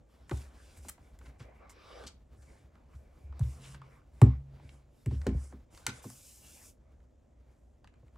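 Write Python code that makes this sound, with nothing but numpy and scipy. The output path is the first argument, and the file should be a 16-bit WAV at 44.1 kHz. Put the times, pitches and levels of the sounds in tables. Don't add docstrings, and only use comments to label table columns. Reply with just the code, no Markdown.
import sys
import numpy as np
from scipy import signal
from scipy.fft import rfft, irfft, next_fast_len
from scipy.io import wavfile
from scipy.ndimage import uniform_filter1d, map_coordinates

SR = 44100
rng = np.random.default_rng(int(sys.argv[2]) if len(sys.argv) > 2 else 0)


def dump(signal):
    limited = np.clip(np.atleast_2d(signal).T, -1, 1)
    pcm = np.round(limited * 32767).astype(np.int16)
    wavfile.write(sys.argv[1], SR, pcm)


def voltage_ratio(decibels):
    exponent = np.asarray(decibels, float) / 20
    return 10 ** exponent


N = 360297


def rms_one(x):
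    return x / np.sqrt(np.mean(x ** 2) + 1e-20)


def peak_one(x):
    return x / abs(x).max()


def along(points, hz):
    f, value = np.transpose(points)
    return np.interp(np.log(hz + 1), np.log(f + 1), value)


def over_time(points):
    t, value = np.transpose(points)
    return np.interp(np.arange(N) / SR, t, value)


def wobble(rate):
    knots = rng.standard_normal(int(N * rate / SR) + 4)
    return map_coordinates(knots, [np.arange(N) * rate / SR], order=1)


def filtered(x, response):
    size = next_fast_len(x.shape[-1] + 8192)
    spectrum = rfft(x, size) * response(np.fft.rfftfreq(size, 1 / SR))
    return irfft(spectrum, size)[..., :x.shape[-1]]


def resonance(f, centre_hz, width_hz):
    return 1j * f * width_hz / (centre_hz ** 2 - f * f + 1j * f * width_hz)


def hollow(f):
    # (f/Hz, width/Hz, level/dB before the 4 dB lift below)
    box_modes = [(810, 110, -17), (1220, 110, -2), (1523, 36, -14), (1930, 59, -4.5), (2317, 43, -17.5),
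                 (3230, 150, -20.5), (4014, 67, -20.5), (5623, 150, -3), (7860, 710, -7)]
    response = 0.67
    for k, (centre_hz, width_hz, db) in enumerate(box_modes):
        response = response + (-1) ** k * voltage_ratio(db + 4) * resonance(f, centre_hz, width_hz)
    return response


def add(out, start, db, sound):
    lean_db = 0.4 * rng.standard_normal()
    out[:, round(start * SR):][:, :len(sound)] += voltage_ratio(db) * sound * voltage_ratio([[lean_db], [-lean_db]])


def stroke(start, strongest, end):
    ramp = np.interp(np.arange(N) / SR, [start, strongest, end], [0, 1, 0])
    return np.sin(np.pi / 2 * ramp) ** 1.05


def strokes(rows):
    power = np.zeros((2, N))
    for start, strongest, end, db, bright_db in rows:
        swell = stroke(start, strongest, end)
        power[0] += (voltage_ratio(db) * swell) ** 2
        power[1] += (voltage_ratio(db + bright_db) * swell ** 1.55) ** 2
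    return power


def rush(spectrum, grain_db, streak_db):
    # (f/Hz, likeness from 0 to 1)
    likeness = [(100, 1), (300, 0.34), (800, 0.31), (4000, 1), (12000, 0.6)]
    gritty = rng.standard_normal((2, N)) * voltage_ratio(grain_db * wobble(320))
    z = signal.stft(gritty, nperseg=256)[2]
    field = uniform_filter1d(rng.standard_normal(z.shape[1:]), size=2, axis=0)
    field = uniform_filter1d(field, size=24, axis=1)
    pair = signal.istft(z * voltage_ratio(streak_db * rms_one(field)), nperseg=256)[1][:, :N]

    def mid_and_side(hz):
        turn = np.arccos(np.clip(along(likeness, hz), -1, 1)) / 2
        return voltage_ratio(along(spectrum, hz)) * [np.cos(turn), np.sin(turn)]

    mid, side = filtered(pair, mid_and_side)
    return rms_one(np.array([mid + side, mid - side]))


def room_tone():
    # (f/Hz, relative level per Hz/dB)
    tone_colour = [(15, -62.5), (25, -9.5), (43, -3), (64, -1.5), (185, -22), (229, -16), (354, -22),
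                   (394, -26.5), (591, -22), (659, -26), (962, -36), (2050, -46), (4490, -55), (7110, -48),
                   (16000, -80)]
    return voltage_ratio(-60.5) * rush(tone_colour, grain_db=-1.5, streak_db=-1.16)


def shaking():
    # (t/s, level/dB before the wobble)
    lean_level = [(0.0, -65.5), (0.48, -54), (1.05, -57.5), (1.36, -54.5), (1.77, -62.5), (3.3, -60),
                  (3.41, -53), (3.46, -48.5), (4.03, -64), (4.23, -53), (4.82, -61), (5.05, -72),
                  (5.12, -52), (5.3, -52.5), (5.66, -55.5), (6.17, -67.5), (6.46, -60.5), (6.64, -66.5),
                  (7.94, -70), (8.17, -55.5)]
    low_modes = [(60.3, 6.6, 9.5), (127, 9.5, -9), (206, 26, -23)]  # (f/Hz, width/Hz, relative level/dB)
    modes = lambda f: sum(voltage_ratio(db) * resonance(f, centre_hz, width_hz) for centre_hz, width_hz, db in low_modes)
    murmur = rms_one(filtered(rng.standard_normal(N), modes))
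    return voltage_ratio(over_time(lean_level) + 4.2 * wobble(27)) * murmur


def rubbing():
    # (start t/s, strongest t/s, end t/s, dull level/dB, rasp level over it/dB)
    card_strokes = [(.07, .12, 0.82, -72.5, -6.5), (.3, .375, .55, -61.5, -3), (.44, .7, 0.875, -66, -3.5),
                    (.81, .86, 0.93, -67, 0.5), (.96, 1.08, 1.15, -70.5, -11),
                    (1.19, 1.257, 1.43, -66, -20), (1.38, 1.45, 1.72, -63, -26),
                    (1.56, 1.64, 1.68, -61, -19), (1.62, 1.97, 2.15, -56.5, -5),
                    (2.36, 2.55, 2.71, -67.5, -11.5), (2.62, 2.82, 4.3, -72.5, -19),
                    (2.88, 2.95, 2.97, -69, -11), (3.1, 3.2, 3.45, -75, -12), (3.3, 3.45, 3.7, -64, -7),
                    (3.56, 3.66, 3.85, -62, -2.5), (3.79, 3.85, 4.09, -64, -12.5),
                    (4.12, 4.19, 4.28, -72, -8.5), (4.21, 4.24, 4.4, -59, -11), (4.45, 4.63, 4.9, -68, -8),
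                    (4.86, 5.03, 5.3, -78, -2), (5.08, 5.135, 5.21, -68, 0.5), (5.21, 5.26, 5.57, -66, -9),
                    (5.35, 5.46, 5.38, -72, 8), (5.49, 5.54, 5.55, -62.5, -33), (5.67, 5.79, 6.23, -65, -6),
                    (5.88, 6, 6.19, -63, -7.5), (6.37, 6.46, 6.74, -69, -1), (6.54, 6.61, 6.69, -65, -8.5),
                    (6.74, 6.86, 7, -81, -25.5), (7.25, 7.55, 7.6, -77.5, -13),
                    (7.92, 7.946, 8, -72.5, -23), (8.03, 8.08, 7.9, -71.5, -21)]
    # (start t/s, strongest t/s, end t/s, hiss level/dB, sheen level over it/dB)
    skin_strokes = [(.07, .12, 0.33, -84, -3), (.27, .375, 0.52, -63.5, -8.5), (.46, .75, 0.89, -70.5, -11),
                    (.79, .875, .95, -65.5, -7), (.98, 1.07, 1.16, -81.5, -7.5),
                    (1.21, 1.26, 1.31, -72.5, -17), (1.38, 1.42, 1.4, -69, -14),
                    (1.692, 1.7, 1.74, -65, -7), (1.78, 2.05, 2.15, -72.5, -25),
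                    (2.35, 2.43, 2.7, -75.5, -12), (2.88, 2.954, 3.1, -81.5, -5),
                    (3.08, 3.2, 3.34, -84, -4), (3.39, 3.44, 3.66, -68.5, -6), (3.44, 3.53, 3.64, -68, -21),
                    (3.57, 3.69, 3.78, -63, -16), (3.78, 3.96, 4.02, -82.5, -4), (4.1, 4.18, 4.3, -80, -8),
                    (4.22, 4.28, 3.7, -76, -18), (4.6, 4.7, 4.84, -74, -15), (4.88, 5.03, 5.07, -79, -2.5),
                    (5.07, 5.16, 5.34, -70.5, -15), (5.22, 5.25, 4.67, -65, -10),
                    (5.31, 5.45, 5.55, -66, -17), (5.62, 5.64, 5.06, -81, -1), (5.7, 5.77, 5.9, -66, -9),
                    (5.88, 5.96, 6.03, -62.5, -17), (7.45, 7.57, 7.8, -90.5, -8),
                    (7.92, 7.946, 7.8, -86, -15), (8.04, 8.076, 7.7, -92, 2)]
    # (t/s, hiss level/dB)
    lid_slide = [(5.99, -110), (6.03, -58), (6.2, -61), (6.3, -58.5), (6.5, -61.5), (6.6, -59),
                 (6.7, -61.5), (6.75, -84), (6.8, -110)]
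    # (f/Hz, relative level per Hz/dB)
    dull_colour = [(180, -31.5), (300, -2.5), (500, 5.5), (850, -2), (1200, -1.5), (1600, -4.5),
                   (2300, -5.5), (3000, -23), (4200, -47.5)]
    rasp_colour = [(1900, -15), (2700, -4.5), (3300, -5.5), (4300, -9), (5600, -9), (6800, -33)]
    hiss_colour = [(2470, -40.5), (4200, -18), (4620, -5), (5430, 0.5), (5860, -0.5), (7410, 3.5),
                   (10500, -1.5), (13600, -31.5), (22000, -120)]
    sheen_colour = [(8800, -35), (10200, 0.5), (11500, 1.5), (12600, -0.5), (15300, -3), (16000, -27.5)]

    slide = voltage_ratio(over_time(lid_slide) + np.array([[-15.5], [-10], [0], [-6]]))
    stroke_power = np.vstack([strokes(card_strokes), strokes(skin_strokes)])
    dull_gain, rasp_gain, hiss_gain, sheen_gain = np.sqrt(stroke_power + slide ** 2)

    dull = rms_one(filtered(rush(dull_colour, grain_db=2.0, streak_db=4.0), hollow))
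    rasp = rms_one(filtered(rush(rasp_colour, grain_db=-0.2, streak_db=3.0), hollow))
    hiss = rush(hiss_colour, grain_db=1.0, streak_db=0.0)
    sheen = rush(sheen_colour, grain_db=-0.3, streak_db=0.74)

    uneven = wobble(27)
    return (dull_gain * voltage_ratio(0.67 * uneven) * dull + rasp_gain * voltage_ratio(0.8 * uneven) * rasp
            + hiss_gain * voltage_ratio(1.6 * uneven) * hiss + sheen_gain * voltage_ratio(0.6 * uneven) * sheen)


def ticks():
    # (t/s, peak level/dB, low centre f/Hz, treble level over it/dB, treble centre f/Hz)
    tick_list = [(0.295, -40.5, 1340, -1.5, 7100), (0.311, -37.5, 1060, -4.5, 3580),
                 (0.314, -28, 390, -40, 3660), (0.417, -56, 1600, 3, 4960), (0.849, -49.5, 821, -9, 3950),
                 (0.98, -52.5, 740, -17, 3970), (1.189, -58, 1780, 9, 8200), (1.213, -52, 1280, -22, 4070),
                 (1.254, -56, 2100, -22, 5940), (1.404, -50.5, 1500, -15, 4050),
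                 (2.038, -46, 1170, 0.5, 4150), (2.754, -56, 1120, -22, 3740),
                 (3.325, -50.5, 960, -27, 3920), (3.394, -45.5, 655, 4, 7900),
                 (3.41, -43.5, 610, -27, 3900), (3.817, -44, 1078, -35, 5100), (4.216, -18, 822, -11, 7700),
                 (4.598, -51, 792, -24, 4000), (4.692, -47.5, 2520, -24, 3760),
                 (5.06, -41, 1770, -2.5, 8140), (5.111, -47, 1000, -10, 3940),
                 (5.216, -45.5, 1400, -2, 4150), (5.267, -27, 770, -6, 3750), (5.29, -47, 1900, -15, 3690),
                 (5.524, -47.5, 743, -33, 3600), (5.748, -53.5, 2250, 4, 7400),
                 (5.775, -50.5, 1500, 5.5, 5087), (5.866, -23.5, 1680, 7, 6360),
                 (6.042, -42, 708, -3, 7210), (6.101, -48.5, 886, 9, 8150), (7.003, -65.5, 1530, -18, 3690),
                 (7.844, -48.5, 1249, -3, 3110), (7.874, -51, 1510, -4, 3020),
                 (7.939, -62.5, 1900, -11.5, 3655), (8.081, -65.5, 2000, -7.5, 5900),
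                 (8.158, -57, 985, -25, 3600)]
    out, t = np.zeros((2, N + SR)), np.arange(SR // 4) / SR
    t60 = np.array([[0.0144], [0.0081]])
    fade = voltage_ratio(-60 * t / t60) + 0.09 * voltage_ratio(-60 * t / (7 * t60))
    onset = 1 - np.exp(-t / 0.00016)
    for start, db, low_hz, treble_db, high_hz in tick_list:
        burst = rng.standard_normal((2, len(t))) * fade * onset
        low = filtered(burst[0], lambda f: hollow(f) * resonance(f, low_hz, 0.95 * low_hz) ** 2)
        high = filtered(burst[1], lambda f: hollow(f) * resonance(f, high_hz, 1.3 * high_hz) ** 2
                        / (1 + 1j * f / 13000) ** 2)
        add(out, start, db, peak_one(low) + voltage_ratio(treble_db) * peak_one(high))
    return out[:, :N]


def thumps():
    # (t/s, deep boom level/dB, body level over it/dB, knock level over it/dB, contact time/s)
    landings = [(0.314, -28.5, 0, -15.5, 0.0061), (0.779, -45, -45, -22, 0.0015),
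                (0.848, -48, -17, -4, 0.003), (1.4, -63.5, 19, 11, 0.0021), (2.039, -52.5, -7, 1, 0.00082),
                (2.364, -46.5, -3, -43, 0.013), (2.938, -42, -7, -29, 0.005),
                (3.231, -38, -34.5, -40, 0.0041), (3.288, -39, -21.5, -25, 0.0031),
                (3.333, -45.5, -30, -24.5, 0.0032), (3.399, -24, 5.5, -30, 0.0079),
                (4.215, -18, 12.5, 1, 0.0046), (4.261, -26, -4.5, -8.5, 0.0034),
                (4.627, -45.5, -2.5, -11.5, 0.0063), (5.058, -26.5, 3, -8.5, 0.0072),
                (5.111, -29, 2, -7.5, 0.0097), (5.141, -30, -13, -21, 0.0065),
                (5.21, -35, -16, -25.5, 0.003), (5.265, -28.5, -2, 4.5, 0.0015),
                (5.299, -25.5, -11.5, -10.5, 0.0063), (5.347, -26.5, -10, -20, 0.0007),
                (5.521, -52, -4.5, 8.5, 0.012), (5.868, -49, 14, 10.5, 0.012),
                (6.043, -59, 22.5, 19.5, 0.012), (8.028, -61, 5, 0, 0.002)]
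    # (f/Hz, relative level/dB, time to fall by 60 dB/s)
    table_tones = [(57, -9, 0.19), (68.66, 7, 0.34), (78, -9.5, 0.19), (112, -6, 0.22), (111, 6.5, 0.11),
                   (125.8, -0.5, 0.22), (137, -31, 1.4), (174, -4.5, 0.17), (212.3, 1.5, 0.16),
                   (258.6, 0, .18), (318.7, -2, 0.12), (389.5, -1, 0.1), (421.5, -3.5, 0.081),
                   (486, 4, 0.056), (626, -7.5, 0.072), (821, -1, 0.024), (1060, -7.5, 0.048),
                   (1240, -9.5, 0.019)]
    out, t = np.zeros(N + SR), np.arange(SR) / SR
    hz, mode_db, t60 = np.transpose(table_tones)[:, :, None]
    group = np.searchsorted([90, 170, 480], hz)
    for start, deep_db, body_db, knock_db, contact in landings:
        highest_db = knock_db - 6 - 0.24 * (deep_db + 39.5)
        level = deep_db + mode_db + np.array([0, body_db, knock_db, highest_db])[group]
        level = level + 0.7 * rng.standard_normal(hz.shape)
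        swell = (1 - np.exp(-t * np.sqrt(hz / 100) / contact)) ** 2
        tones = voltage_ratio(level - 60 * t / t60) * swell * np.sin(2 * np.pi * hz * t)
        out[round(start * SR):][:SR] += tones.sum(axis=0)

    def board(f):
        spread = np.exp(-2j * np.pi * 0.16 * (np.sqrt(f) - f / 80))
        return spread * (1j * f / (45 + 1j * f)) ** 2

    return filtered(out[:N], board)


def room(x):
    # (f/Hz, time to fall by 60 dB/s)
    ring_time = [(200, 0.22), (2000, 0.34), (10000, .15)]
    hz, t, z = signal.stft(rng.standard_normal((2, SR // 2)), SR, nperseg=256)
    fade = voltage_ratio(-60 * t / along(ring_time, hz)[:, None])
    tail = signal.istft(z * fade, SR, nperseg=256)[1]
    delayed = np.pad(x, (150, 0))[None]
    return signal.fftconvolve(delayed, tail / np.linalg.norm(tail[0]), axes=1)[:, :N]


def scuffs():
    # (t/s, peak level/dB, centre f/Hz, low part level over it/dB, length/s)
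    scuff_list = [(0.368, -48, 6740, -26, 0.027), (0.766, -51, 9700, -7, 0.06),
                  (0.882, -35, 8200, -7.5, 0.03), (0.893, -31.5, 10900, -9, 0.013),
                  (1.257, -62.5, 3070, 10.5, 0.034), (1.3926, -55, 4600, 4.5, 0.11),
                  (1.6933, -50.5, 6300, -1, 0.033), (2.065, -37, 4540, -34, 0.055),
                  (2.419, -61.5, 6100, 0, 0.044), (2.946, -66, 6440, 2, 0.07),
                  (3.428, -51.5, 3100, -26, 0.037), (3.637, -50.5, 3020, 0, 0.084),
                  (3.745, -57.5, 2580, 14.5, 0.018), (5.885, -37, 3256, -1, 0.05)]
    out, t = np.zeros((2, N + SR)), np.arange(SR // 4) / SR
    for start, db, centre_hz, low_db, length in scuff_list:
        u = t / (0.32 * length)
        grit = voltage_ratio(3.7 * rng.standard_normal(len(t) // 64 + 1).repeat(64)[:len(t)])
        burst = rng.standard_normal((2, len(t))) * grit * np.sqrt(u) * np.exp(-u * u)
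        high = filtered(burst[0], lambda f: hollow(f) * resonance(f, centre_hz, 0.94 * centre_hz) ** 2
                        / (1 + 1j * f / 12000) ** 2)
        low = filtered(burst[1], lambda f: hollow(f) * resonance(f, 1500, 2300) ** 2)
        add(out, start, db, peak_one(high) + voltage_ratio(low_db) * peak_one(low))
    return out[:, :N]


def singing_lid():
    # (start t/s, strongest t/s, end t/s, level/dB before the wobble, f/Hz)
    songs = [(1.597, 1.64, 1.77, -63.5, 1133), (1.751, 1.936, 2.106, -61, 1204),
             (6.406, 6.46, 6.68, -70, 2780)]
    out = np.zeros(N)
    for start, strongest, end, db, hz in songs:
        band = rms_one(filtered(rng.standard_normal(N), lambda f: resonance(f, hz, 0.1 * hz) ** 2))
        out += voltage_ratio(db + 2.5 * wobble(18)) * stroke(start, strongest, end) * band
    return out


def hum():
    # (start t/s, strongest t/s, end t/s, level/dB, f/Hz, width/Hz)
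    drag = (3.56, 3.72, 4.08, -54.5, 135, 22)
    start, strongest, end, db, hz, width_hz = drag
    tone = rms_one(filtered(rng.standard_normal(N), lambda f: resonance(f, hz, width_hz) ** 2))
    return voltage_ratio(db) * stroke(start, strongest, end) * tone


def knocked_lid():
    # (t/s, peak level/dB)
    knocks = [(5.8654, -31)]
    # (f/Hz, relative level/dB, time to fall by 60 dB/s)
    lid_tones = [(1413, -1, .2), (1530, -3, .2), (1900, -4, .1), (2293, -14, .1), (3250, -10, .1),
                 (3940, -12, .1), (5432, -13, .1)]
    out, t = np.zeros((2, N + SR)), np.arange(SR // 2) / SR
    for start, db in knocks:
        ring = np.zeros(len(t))
        for hz, level, t60 in lid_tones:
            flutter = voltage_ratio(4.5 * wobble(81)[:len(t)])
            ring += flutter * voltage_ratio(level - 60 * t / t60) * np.sin(2 * np.pi * hz * t)
        add(out, start, db, peak_one(ring))
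    return out[:, :N]


def scene():
    card = ticks() + scuffs() + singing_lid() + knocked_lid()
    table = thumps()
    answer = room(voltage_ratio(-10.0) * card.mean(axis=0) + voltage_ratio(-30.0) * table)
    return room_tone() + shaking() + rubbing() + card + table + answer + hum()


def microphone(dry):
    # (f/Hz, phase by which left leads/radians)
    port_lead = [(500, 0), (1400, -0.47), (10000, -0.4), (15000, 0.92)]

    def response(f):
        ports = np.exp(0.5j * along(port_lead, f) * [[1], [-1]])
        return ports * (1j * f / (30 + 1j * f)) ** 2 * np.where(f < 15900, 1, 0.1)

    return filtered(dry, response)


def roll_off(x):
    return signal.sosfilt(signal.butter(12, 16820, fs=SR, output="sos"), x)


def record(dry):
    mix = microphone(dry)
    return roll_off(mix)


dry = scene()
out = record(dry)
dump(out)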